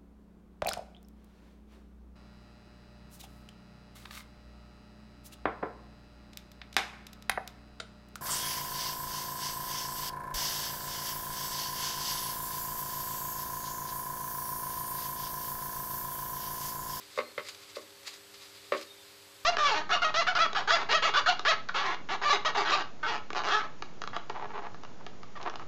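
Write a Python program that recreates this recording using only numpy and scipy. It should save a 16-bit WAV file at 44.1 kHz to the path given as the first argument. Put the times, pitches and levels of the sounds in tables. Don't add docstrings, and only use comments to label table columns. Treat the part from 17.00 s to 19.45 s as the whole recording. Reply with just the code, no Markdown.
import sys
import numpy as np
from scipy import signal
from scipy.fft import rfft, irfft
from scipy.io import wavfile

SR = 44100
rng = np.random.default_rng(int(sys.argv[2]) if len(sys.argv) > 2 else 0)


def file_out(sig):
    cols = np.atleast_2d(sig).T
    lim = np.clip(cols, -1, 1)
    pcm = np.round(lim * 32767).astype(np.int16)
    wavfile.write(sys.argv[1], SR, pcm)


N = 108000
T = np.arange(N) / SR


def from_db(db):
    return 10 ** (np.asarray(db) / 20)


def rms_one(x):
    return x / np.sqrt(np.mean(x ** 2) + 1e-20)


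def cut(x, hz, kind, order=2):
    return signal.sosfilt(signal.butter(order, hz, kind, fs=SR, output="sos"), x + 1e-18)


def coloured(x, spectrum):
    hz, db = np.transpose(spectrum)
    gain = from_db(np.interp(np.log(np.fft.rfftfreq(N, 1 / SR) + 1), np.log(hz), db))
    return irfft(rfft(x) * rms_one(gain), N)


def drift(rate_hz):
    rolloff = 1 + (np.fft.rfftfreq(N, 1 / SR) / rate_hz) ** 2
    return rms_one(irfft(rfft(rng.standard_normal(N)) / rolloff, N))


def swell(s, rise, fall):
    return np.exp(-np.maximum((s - T) / rise, (T - s) / fall))


# f/Hz, rms level/dB
HUM_TONES = [(100, -76), (200, -78.5), (300, -71), (400, -65.5), (500, -79.5), (555, -70.5), (600, -83.5)]
# f/Hz, rms level/dB
WHINE_TONES = [(7838, -76), (7897, -75.5), (12000, -79)]
def hum_and_whine(waver_db=1.5, wander_rad=0.19):
    out = 0
    for hz, db in HUM_TONES + WHINE_TONES:
        peak = np.sqrt(2) * from_db(db - waver_db * drift(9))
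        phase = 2 * np.pi * hz * T + wander_rad * drift(2.5) + rng.uniform(0, 2 * np.pi)
        out = out + peak * np.sin(phase)
    return out


# f/Hz, relative level/dB
HISS_SPECTRUM = [(25, -12), (45, -7.5), (70, -2), (100, 5), (170, -3.5), (270, -6), (400, 5), (560, 0.5),
                 (800, 3.5), (1150, 4.5), (1500, 3.5), (3000, 4), (4700, 5.5), (5500, -0.5), (7500, -1),
                 (9500, -3.5), (14000, -4.5)]
def hiss(level_db=-54.5):
    return from_db(level_db) * coloured(rng.standard_normal(N), HISS_SPECTRUM)


# loudest t/s, level/dB, rise/s, fall/s
TOWEL_MOVES = [(.03, -55.5, 0.085, 0.056), (.125, -54, 0.033, .03), (.18, -45.5, 0.022, 0.023),
               (0.474, -45.5, 0.031, .014), (0.495, -43, 0.0073, 0.017), (.635, -52, 0.047, .02),
               (.702, -49.5, 0.017, 0.022), (0.76, -42, 0.0073, .016), (.82, -52, 0.009, 0.009),
               (.906, -55, 0.0045, 0.01), (1.075, -38.5, 0.013, 0.022), (1.139, -47, 0.013, 0.022),
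               (1.343, -47.5, 0.0034, 0.013), (1.425, -51, 0.043, 0.077), (1.55, -52.5, 0.014, 0.07),
               (1.65, -57, 0.024, 0.11), (1.782, -44.5, 0.026, 0.021), (1.828, -46, 0.0092, 0.0094),
               (2.03, -60.5, 0.057, 0.17)]
# f/Hz, relative level/dB
RUSTLE_SPECTRUM = [(150, -30), (800, -22.5), (1200, -2.5), (1550, -8.5), (2050, -1.5), (3100, -5.5),
                   (3800, 2), (4300, -1), (4950, 2), (5400, -7), (7000, -7.5), (9000, -16), (14000, -25.5)]
def paper_rustle(fibres_per_s=5000, spread_db=4, friction_gain=0.75):
    sizes = from_db(spread_db * np.minimum(rng.exponential(1, N), 4))
    signs = rng.choice([-1, 1], N)
    slips = rng.random(N) < fibres_per_s / SR
    grain = rms_one(rms_one(sizes * signs * slips) + friction_gain * rng.standard_normal(N))
    power = sum((from_db(db) * swell(s, rise, fall)) ** 2 for s, db, rise, fall in TOWEL_MOVES)
    return coloured(grain * np.sqrt(power), RUSTLE_SPECTRUM)


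# t/s, level/dB
CREASES = [(0.486, -36.5), (0.491, -42.5), (0.5473, -42), (0.761, -47), (1.032, -50), (1.078, -37.5),
           (1.139, -44.5), (1.341, -58), (1.812, -39), (1.826, -48)]
# f/Hz, relative level/dB
CREASE_SPECTRUM = [(200, -37), (600, -5), (1200, -8), (2100, -0.5), (4800, -1.5), (6000, -6), (14000, -19)]
def crease_snaps(rise_s=0.00036, fall_s=0.0044):
    bursts = sum(from_db(db) * swell(s, rise_s, fall_s) for s, db in CREASES)
    return coloured(bursts * rng.standard_normal(N), CREASE_SPECTRUM)


def ring(x, hz, t60):
    decay, step = from_db(-60 / (t60 * SR)), 2 * np.pi * hz / SR
    return signal.lfilter([0, np.sin(step)], [1, -2 * decay * np.cos(step), decay ** 2], x + 1e-18)


def wood_mode(push, hz, t60, build_cycles=7.2):
    nearest = np.argmin(np.abs(np.array(THUD_MODES)[:, 0] - hz))
    return (-1) ** nearest * (ring(push, hz, t60) - ring(push, hz, build_cycles / hz))


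# t/s, push level/dB, brightness f/Hz, low cut f/Hz,
# crack level/dB, ring gain/dB, place along the wall/0-1
DABS = [(.1756, -7.5, 1500, 204, -47, 0, 0.48), (.1872, -1, 2660, 224, -36, -2.5, 0.56),
        (0.3788, -8.5, 3430, 365, -35.5, 0.5, 0.57), (0.7676, -7, 510, 238, -59, -4, 0.28),
        (1.7210, -3.5, 3920, 148, -30.5, -1, 0), (1.7492, -8, 1680, 360, -43, -16, 0.53)]
# f/Hz, relative level/dB
CRACK_SPECTRUM = [(80, -21), (170, -1), (260, -9.5), (380, -0.5), (580, -3), (780, 3), (1200, -1.5),
                  (2200, 5), (2900, -3.5), (4700, -9), (5600, -18), (12000, -39)]
# f/Hz, gain/dB, t60/s
THUD_MODES = [(434.5, -19.5, 0.039), (561, -17.5, 0.036), (1147, -24, 0.032), (1475, -24.5, 0.011),
              (2107, -16.5, 0.011), (3620, -31, .02), (4650, -40, .03)]
# f/Hz, gain/dB, t60/s
RING_MODES = [(240, -49, .35), (316, -44, .28), (386, -34, .22), (484, -35, .16), (515, -39, .15),
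              (566, -27, .14), (596, -34, .13), (965, -44, .15), (1105, -30, .09), (1180, -31, .1),
              (1291, -39, .19), (1525, -41, .07), (1789, -35, .1), (1903, -43, .11), (2081, -34, .09),
              (2283, -43, .12), (2587, -40, .08)]
def bowl_knocks(crack_rise_s=0.00097, crack_fall_s=0.012, place_swing_db=6.5):
    pushes, crack_envelope = [], 0
    for s, db, bright_hz, low_cut_hz, crack_db, _, _ in DABS:
        click = from_db(db) * (np.arange(N) == int(s * SR))
        cushioned = cut(click, bright_hz, "low", order=1)
        pushes.append(cut(cushioned, low_cut_hz, "high", order=3))
        crack_envelope += from_db(crack_db) * swell(s + crack_rise_s, crack_rise_s, crack_fall_s)
    crack = coloured(crack_envelope * rng.standard_normal(N), CRACK_SPECTRUM)
    thud = sum(from_db(db) * wood_mode(sum(pushes), hz, t60) for hz, db, t60 in THUD_MODES)
    *_, ring_db, place = np.transpose(DABS)
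    ringing = 0
    for k, (hz, db, t60) in enumerate(RING_MODES):
        strengths = from_db(db + ring_db + place_swing_db * np.cos(np.pi * k * place))
        ringing += wood_mode(strengths @ np.array(pushes), hz, t60)
    return crack + thud + ringing


# t/s, length/s, start f/Hz, end f/Hz, level/dB
SQUEAK_GLIDES = [(0.214, 0.12, 4110, 4350, -57.5), (1.868, 0.078, 3710, 3670, -58.5),
                 (1.96, .08, 3640, 3540, -62)]
def paper_squeaks(waver_hz=32.4, flutter_db=3.5):
    out = 0
    for s, length, start_hz, end_hz, db in SQUEAK_GLIDES:
        progress = np.clip((T - s) / length, 0, 1)
        hz = start_hz + (end_hz - start_hz) * progress + waver_hz * drift(103)
        level = from_db(db + flutter_db * drift(60))
        arch = np.sqrt(2 * np.abs(np.sin(np.pi * progress)))
        out = out + level * arch * np.sin(2 * np.pi * np.cumsum(hz) / SR)
    return out


# delay t/s, level/dB
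REFLECTIONS = [(.0095, -26), (0.0152, -6.5)]
def near_echoes(x):
    return sum(from_db(db) * np.interp(T - delay, T, x, left=0) for delay, db in REFLECTIONS)


def workshop_reverb(x, bass_t60=0.34, treble_t60=0.32, split_hz=220, build_s=0.0095):
    t, noise = T[:SR], rng.standard_normal(SR)
    bass = cut(noise, split_hz, "low", order=1)
    tail = bass * from_db(-60 * t / bass_t60) + (noise - bass) * from_db(-60 * t / treble_t60)
    tail *= 1 - np.exp(-(t / build_s) ** 2)
    return signal.fftconvolve(x, tail / np.sqrt(np.sum(tail ** 2)))[:N]


def scene(room_db=-10.5):
    wood = bowl_knocks()
    towel = paper_rustle() + crease_snaps()
    room = near_echoes(wood) + workshop_reverb(from_db(room_db) * (wood + towel))
    at_microphone = wood + towel + paper_squeaks() + room + hum_and_whine() + hiss()
    return np.tile(at_microphone, (2, 1))


def record(dry, cutoff_hz=14350):
    return signal.sosfilt(signal.ellip(14, .1, 80, cutoff_hz, fs=SR, output="sos"), dry)


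dry = scene()
out = record(dry)
file_out(out)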